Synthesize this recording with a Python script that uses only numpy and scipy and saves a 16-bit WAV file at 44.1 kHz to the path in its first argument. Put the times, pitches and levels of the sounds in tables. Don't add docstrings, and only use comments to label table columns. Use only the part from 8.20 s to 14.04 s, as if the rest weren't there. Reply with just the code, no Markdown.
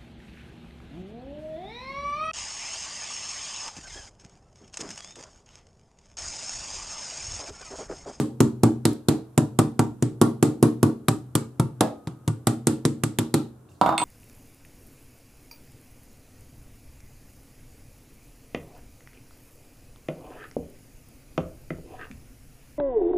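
import sys
import numpy as np
from scipy import signal
from scipy.fft import rfft, irfft, next_fast_len
from scipy.io import wavfile

SR = 44100
rng = np.random.default_rng(int(sys.argv[2]) if len(sys.argv) > 2 else 0)


def persist_wave(psi):
    counts = np.round(np.clip(psi, -1, 1) * 32767).astype(np.int16)
    wavfile.write(sys.argv[1], SR, np.atleast_2d(counts).T)


def ratio_of_db(decibels):
    return 10 ** (np.asarray(decibels, float) / 20)


N = 257544

# start in seconds, slap level in dB,
# board knock in dB, weight on the counter in dB, brightest frequency in Hz.
NEAR_BLOWS = [(-0.027, -6.5, -22.5, -7.5, 8200), (0.2045, -8.5, -19.5, -6.5, 6990),
              (0.4341, -9.5, -18, -5.5, 7880), (0.6534, -7, -24, -10.5, 3990),
              (0.8854, -7, -24.5, -8.5, 4120), (1.1776, -9, -18.5, -7, 7840), (1.389, -7.5, -14, -6, 8660),
              (1.5931, -11.5, -17.5, -7.5, 7260), (1.8247, -13.5, -32, -10, 7930),
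              (2.0146, -9, -17.5, -8.5, 10400), (2.2269, -8.5, -22, -9.5, 7550),
              (2.4271, -9.5, -19, -8, 10400), (2.6295, -11, -19.5, -7.5, 10700),
              (2.8841, -6, -19.5, -8.5, 8130), (4.2703, -6.5, -17, -10.5, 8420),
              (4.4702, -7.5, -25, -12, 8540), (4.6521, -9.5, -30.5, -10.5, 7870),
              (4.8361, -8.5, -28, -12.5, 7990), (4.987, -9, -26, -14, 3440), (5.1409, -9, -23, -12.5, 4020)]
FAR_END_BLOWS = [
    (3.153, -7, -19.5, -11, 7560),
    (3.3975, -15, -22, -5.5, 10200),
    (3.608, -6, -16, -16, 3630),
    (3.8725, -25, -34.5, -18, 3260),
    (4.0778, -16, -27, -9.5, 8560),
]
# time in seconds, distance 0-1 from the panel that drums best.
HAND_REACH = [(0, 0.22), (.45, 0.41), (.65, 0.24), (.9, 0.38), (1.2, 0.62), (1.6, 0.65), (1.85, 0.62),
              (2.0, 0), (2.45, 0), (2.9, 0.78), (4.27, 0.63), (4.47, 0.17), (4.84, 0.81), (5.14, 0.13)]
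# frequency in Hz, level in dB per Hz.
SLAP_SPECTRUM = [(600, -4.5), (1500, -2), (2500, -5.5), (4000, -4.5), (6000, -7), (8000, -2.5),
                 (11000, -4.5), (13500, -10.5), (16000, -27.5)]
# frequency in Hz, width in Hz, level in dB.
BOARD_PEAKS = [(958, 110, 4.5), (1163, 256, 2), (1480, 60, -6)]
# frequency in Hz, width in Hz, level in dB.
AIR_GAP_PEAKS = [(550, 58, -1), (593, 55, 3.5), (754, 120, 5)]
# frequency in Hz, level in dB, T60 in seconds,
# left gain, right gain; the gain's sign is the first swing.
COUNTER_MODES = [(64.2, -40.9, 0.741, 1.09, 0.91), (84.5, -34.5, 0.415, -0.94, -1.06),
                 (114.7, -6.9, 0.187, -1.03, -0.97), (125.5, -3.9, 0.575, 1.08, 0.92),
                 (125.4, -0.7, 0.43, -1.09, -0.91), (143.9, -8.4, 0.21, -1.04, -0.96),
                 (155.1, 3.5, 0.022, 1.06, 0.94)]
PANEL_MODES = [(190.4, -22.1, 0.38, -1.04, -0.96), (207.5, -25.0, 0.607, -0.98, -1.02),
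               (232.1, -9.5, 0.357, 1.02, 0.98), (251.3, -8.6, 0.135, 1.24, 0.76),
               (275.4, -5.2, 0.134, -1.07, -0.93), (287.6, -11.1, 0.249, -1.11, -0.89)]
STIFF_PANEL_MODES = [(305.0, 12.4, 0.095, 0.95, 1.05), (304.1, 4.5, 0.189, -0.98, -1.02),
                     (321.5, 0.3, 0.183, 0.87, 1.13), (316.1, 7.8, 0.094, -0.95, -1.05),
                     (352.9, -10.4, 0.094, -0.71, -1.29), (380.9, -13.0, 0.178, -0.97, -1.03),
                     (394.5, -18.3, 0.221, -1.1, -0.9), (412.0, -15.4, 0.2, -0.73, -1.27),
                     (449.9, -22.8, 0.345, -1.0, -1.0), (442.5, -26.5, 0.205, -0.06, -1.94),
                     (491.7, -20.4, 0.056, 1.31, 0.69), (544.4, -26.1, 0.23, 0.7, 1.3),
                     (595.6, -47.1, 0.171, 6.79, -8.79), (601.6, -25.9, 0.055, -0.53, 2.53)]
FAR_PANEL_MODES = [(191.4, -9.5, 0.25, -1.2, -1.1), (228.4, -8.5, 0.29, 1, 1), (258, -9.5, 0.2, 0.75, 1),
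                   (284.7, -14.5, 0.52, 0.84, 0.83), (300, 0.5, 0.089, 0.94, 0.66),
                   (320.8, -4.5, 0.19, -1.06, -0.74), (350, -2.5, 0.13, -0.64, -0.95),
                   (383, -7, 0.14, -1.1, -1), (443, -16, 0.41, 0.47, 0.83), (519, -12, 0.066, 1.4, 1)]
# start in seconds, level in dB,
# T60 in seconds, frequency in Hz.
BOARD_JUDDERS = [
    (3.612, 0.5, 0.19, 580),
    (2.5, -23, 0.2, 390),
    (.89, -18, 0.26, 700),
]
DISH_MODES = [(1250, -54, 2.2, 1, .8)]
# start in seconds, level in dB, frequency in Hz,
# width in Hz, T60 in seconds.
STICKY_TICKS = [
    (0.728, -35, 8650, 9000, 0.0076),
    (5.016, -44, 11500, 5000, .007),
    (5.484, -47, 2660, 400, .04),
    (5.484, -46.5, 3700, 497, 0.04),
    (5.49, -62, 6000, 8000, .9),
    (5.512, -51, 7600, 400, 0.11),
    (5.512, -48, 2700, 500, .04),
    (5.545, -57, 4100, 1200, 0.13),
]
# start in seconds, peak in dB, head ring in dB, click in dB.
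MALLET_BOUNCES = [
    (5.613, -1.5, -48, -27),
    (5.637, -9.5, -57, -49),
    (5.661, -6, -38.5, -26.5),
    (5.676, -9.5, -70, -38),
    (5.691, -4.5, -56, -34),
    (5.713, -17.5, -51, -43),
    (5.725, -12, -64, -37),
    (5.74, -16.5, -57, -42),
]
# frequency in Hz, width in Hz, level in dB.
REST_PEAKS = [(200, 100, -2.5), (322.8, 6.6, 4), (627, 20, -19), (782, 112, 4.5), (940, 31, -2.5),
              (951, 57, 6.5), (1200, 58, 2), (1258, 74, 0), (1530, 250, -14)]
# frequency in Hz, level in dB per Hz.
CLICK_SPECTRUM = [(1500, -6), (3000, 2), (4800, -2), (6000, -13.5), (7500, -5.5), (11000, -16),
                  (13000, -17), (14200, -60)]
HEAD_MODES = [(3644, -1, .6, 1, 1.2), (10650, -7, .25, -1, -1), (12740, -6, .33, 1, 1.1)]
# start in seconds, peak in dB, counter knock in dB.
STEEL_CLINKS = [
    (5.7793, -2.5, -22.5),
    (5.7844, -17, -19),
    (5.7994, -15, -6.5),
    (5.8164, -14.5, -3),
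    (5.8254, -23, -8),
]
STEEL_MODES = [(2190, -9.5, 0.35, 0.83, 1.5), (2470, -16, .03, -0.89, -1.1), (3570, 3.5, 0.15, 0.64, 1.2),
               (4323, -11, .3, -0.7, -1.4), (8176, 4, 0.78, 0.76, 0.68), (8823, -32, .13, -1.3, -0.87),
               (10900, -15.5, .1, 1, 1.2), (12000, -30, 0.55, -0.9, -1)]
# frequency in Hz, T60 in seconds.
KITCHEN_T60 = [(100, 0.17), (400, 0.43), (1200, 0.25), (4000, 0.31), (9000, 0.24), (15000, 0.31)]
# frequency in Hz, level in dB.
WALL_SHARE = [(100, -3.5), (300, -11.5), (1000, -3), (3000, -6.5), (8000, -6), (15000, -15)]
# frequency in Hz, side under mid in dB.
DIFFUSE_WIDTH = [(100, -21), (380, -8), (700, -5), (2400, -4.5), (8000, 0.1)]
# frequency in Hz, level in dB per Hz.
HUM_SPECTRUM = [(25, -20.5), (60, -14.5), (95, -0.5), (125, -8.5), (300, -11), (700, -22.5), (1400, -27.5),
                (1900, -40.5), (5000, -46), (10000, -41), (14800, -47), (16500, -66.5)]

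PAD, LONG = SR // 10, SR // 2
DRUM_DB, DRUM_FADE_DB = 1.5, 7.5
RIBS_DB, RIBS_FADE_DB = 3, 11.5
ECHO_DB, ECHO_FADE_DB = 0.26, 5
HOLLOW_DB, FAR_HOLLOW_DB = -0.15, -3.5
FAR_DRUM_DB = 2.5
LEAD_S, THUD_LEAD_S = 0.004, 0.0013
AIR_HZ, AIR_OCTAVES_PER_DB, FIRM_DB = 19000, 0.06, -21
TOP_HZ = 15900


def along(points, hz):
    f, v = np.transpose(points)
    return np.interp(np.log(hz + 1), np.log(f + 1), v)


def filtered(x, response):
    m = next_fast_len(x.shape[-1] + SR // 10)
    spectrum = rfft(x, m) * response(np.fft.rfftfreq(m, 1 / SR))
    return irfft(spectrum, m)[..., :x.shape[-1]]


def resonances(peaks):
    def response(f):
        total = 0
        for k, (hz, width_hz, db) in enumerate(peaks):
            damping = 1j * f * width_hz
            total = total + (-1) ** k * ratio_of_db(db) * damping / (hz * hz - f * f + damping)
        return total
    return response


def ring(modes, scatter_db):
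    hz, db, t60_s, *sides = np.transpose(modes)[..., None]
    t = np.arange(LONG) / SR
    level_db = db + scatter_db * rng.standard_normal(hz.shape)
    parts = ratio_of_db(level_db - 60 * t / t60_s) * np.sin(2 * np.pi * hz * t)
    return np.array([(parts * gain).sum(0) for gain in sides])


def push(contact_s):
    phase = np.minimum(np.arange(LONG) / SR / contact_s, 1)
    force = np.maximum(np.sin(np.pi * phase), 0)
    return force / force.sum()


def burst(start_s, rise_s, t60_s):
    t = np.arange(LONG) / SR - start_s
    return rng.standard_normal(LONG) * ratio_of_db(-60 * np.where(t < 0, -t / rise_s, t / t60_s))


def spread(pair):
    mid, side = filtered(pair, lambda f: np.array([f * 0 + 1, ratio_of_db(along(DIFFUSE_WIDTH, f))]))
    return np.array([mid + side, mid - side])


def placed(x, pan_db):
    return x * ratio_of_db(np.array([[1], [-1]]) * pan_db / 2)


def kitchen(x):
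    hz, t, z = signal.stft(rng.standard_normal((2, LONG)), SR, nperseg=256)
    decay = ratio_of_db(-60 * t / along(KITCHEN_T60, hz)[:, None])
    tail = signal.istft(z * decay, SR, nperseg=256)[1][:, :LONG]
    tail = spread(tail / np.linalg.norm(tail[0]))
    tail = np.pad(tail, ((0, 0), (200, 0)))
    sent = filtered(x, lambda f: ratio_of_db(along(WALL_SHARE, f)))
    return signal.fftconvolve(sent[None], tail, axes=1)[:, :LONG]


def add(out, start_s, x, outward):
    at = PAD + round(start_s * SR)
    out[:, at:at + LONG] += x + kitchen(outward)


def wet_slap(db, knock_db, bright_hz):
    smack_s = LEAD_S + rng.uniform(0.0028, 0.0059)
    air_hz = AIR_HZ * 2 ** (AIR_OCTAVES_PER_DB * min(knock_db - FIRM_DB, 0))

    def wet():
        air = burst(LEAD_S + 0.00049, 0.0016, 0.0054)
        smack_back = ratio_of_db(-12.0) * burst(smack_s, 0.0049, 0.02)
        juice = ratio_of_db(-16.5) * burst(LEAD_S, 0.0045, 0.038)
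        return air + smack_back + juice

    def colour(f):
        bright_db = 4.35 * np.exp(-(np.log((f + 1) / bright_hz) / 0.15) ** 2)
        return ratio_of_db(db + along(SLAP_SPECTRUM, f) + bright_db) / (1 + (f / air_hz) ** 8)

    source = wet() + ratio_of_db(-2.5) * spread(np.array([wet(), wet()]))
    slap = placed(filtered(source, colour), pan_db=-1.1)
    puff = ratio_of_db(15) * filtered(np.arange(LONG) == round(LEAD_S * SR), colour)
    return slap, puff


def board_knock(knock_db, hollow_db):
    board, gap = resonances(BOARD_PEAKS), resonances(AIR_GAP_PEAKS)
    rattle = ratio_of_db(23) * push(0.00057) + ratio_of_db(-5.5) * burst(0.0012, 0.015, 0.051)

    def response(f):
        delay = np.exp(-2j * np.pi * f * LEAD_S)
        return (board(f) - ratio_of_db(hollow_db) * gap(f)) * delay

    return ratio_of_db(knock_db + 13.5) * filtered(rattle, response)


def counter_ring(modes):
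    delay = round((LEAD_S - THUD_LEAD_S) * SR)
    return np.pad(ring(modes, 0), ((0, 0), (delay, 0)))[:, :LONG]


def slaps(out):
    boom, drum = counter_ring(COUNTER_MODES), counter_ring(PANEL_MODES)
    ribs, far_drum = counter_ring(STIFF_PANEL_MODES), counter_ring(FAR_PANEL_MODES)
    for blows, near in ((NEAR_BLOWS, True), (FAR_END_BLOWS, False)):
        for s, db, knock_db, weight_db, bright_hz in blows:
            reach = np.interp(s, *np.transpose(HAND_REACH))
            echo_db = ECHO_DB - ECHO_FADE_DB * reach
            if near:
                hollow_db = HOLLOW_DB
                panels = ratio_of_db(DRUM_DB - DRUM_FADE_DB * reach) * drum
                panels = panels + ratio_of_db(RIBS_DB - RIBS_FADE_DB * reach) * ribs
                panels = ratio_of_db(weight_db) * panels
            else:
                hollow_db = FAR_HOLLOW_DB
                panels = ratio_of_db(knock_db + FAR_DRUM_DB) * far_drum
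            body = ratio_of_db(weight_db) * boom + panels
            slap, puff = wet_slap(db, knock_db, bright_hz)
            knock = board_knock(knock_db, hollow_db)
            outward = ratio_of_db(echo_db) * (puff + knock) + body.mean(0)
            add(out, s - LEAD_S, slap + placed(knock, pan_db=-1.0) + body, outward)


def rest_knock(x):
    wood = resonances(REST_PEAKS)
    return filtered(x, lambda f: wood(f) / (1 + 1j * f / 3200) ** 3)


def bounces(out):
    for s, db, ring_db, click_db in MALLET_BOUNCES:
        knock = rest_knock(-ratio_of_db(29.5) * push(0.00043) + ratio_of_db(-4) * burst(0.00306, 0.002, 0.11))
        click = filtered(burst(0.00035, 0.0045, 0.025), lambda f: ratio_of_db(along(CLICK_SPECTRUM, f)))
        contact = ratio_of_db(db) * (knock + ratio_of_db(click_db + 9.5) * click)
        rings = ratio_of_db(ring_db) * ring(HEAD_MODES, 0.98) + ratio_of_db(-22) * ring(COUNTER_MODES, 0)
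        add(out, s, placed(contact, pan_db=-3.5) + ratio_of_db(db) * rings, contact)


def clinks(out):
    steel_contact = resonances([(2470, 630, 2.0), (4380, 880, -5.5), (8200, 3200, -11.5)])
    for s, db, knock_db in STEEL_CLINKS:
        chatter = filtered(burst(0.00013, 0.0032, 0.0098), steel_contact)
        chatter = filtered(chatter, lambda f: 1 / (1 + (f / 11500) ** 8))
        knock = rest_knock(burst(0.00069, 0.0034, 0.051))
        contact = ratio_of_db(db) * (chatter + ratio_of_db(knock_db + 11.5) * knock)
        add(out, s, placed(contact, pan_db=-4.5), contact)
    steel = ratio_of_db(-29) * ring(STEEL_MODES, scatter_db=0)
    add(out, STEEL_CLINKS[0][0], steel, steel.mean(0))


def judder(out):
    for s, db, t60_s, hz in BOARD_JUDDERS:
        broad = resonances([(hz, hz / 1.58, 0)])
        shake = ratio_of_db(db) * filtered(burst(0.0034, 0.01, t60_s), lambda f: broad(f) ** 2)
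        add(out, s - 0.004, placed(shake, pan_db=-3.5) + ratio_of_db(db) * ring(DISH_MODES, 0), shake)


def ticks(out):
    for s, db, hz, width_hz, t60_s in STICKY_TICKS:
        narrow = resonances([(hz, width_hz, 0)])
        click = ratio_of_db(db) * filtered(burst(0.0063, 0.0073, t60_s), lambda f: narrow(f) ** 2)
        add(out, s - 0.002, placed(click, pan_db=-4), click)


def hum():
    noise = spread(rng.standard_normal((2, N)))
    noise = filtered(noise, lambda f: ratio_of_db(along(HUM_SPECTRUM, f)))
    return ratio_of_db(-53) * noise / noise.std()


def scene():
    out = np.zeros((2, PAD + N + LONG))
    for source in (slaps, bounces, clinks, judder, ticks):
        source(out)
    return out[:, PAD:PAD + N] + hum()


def top_cut(x):
    return signal.sosfilt(signal.butter(12, 16520, fs=SR, output="sos"), x)


def record(dry):
    def microphone(f):
        return (1j * f / (1j * f + 40)) ** 2 / (1 + (f / TOP_HZ) ** 40)

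    mix = filtered(np.clip(dry, -1, 1), microphone)
    return top_cut(mix)


dry = scene()
out = record(dry)
persist_wave(out)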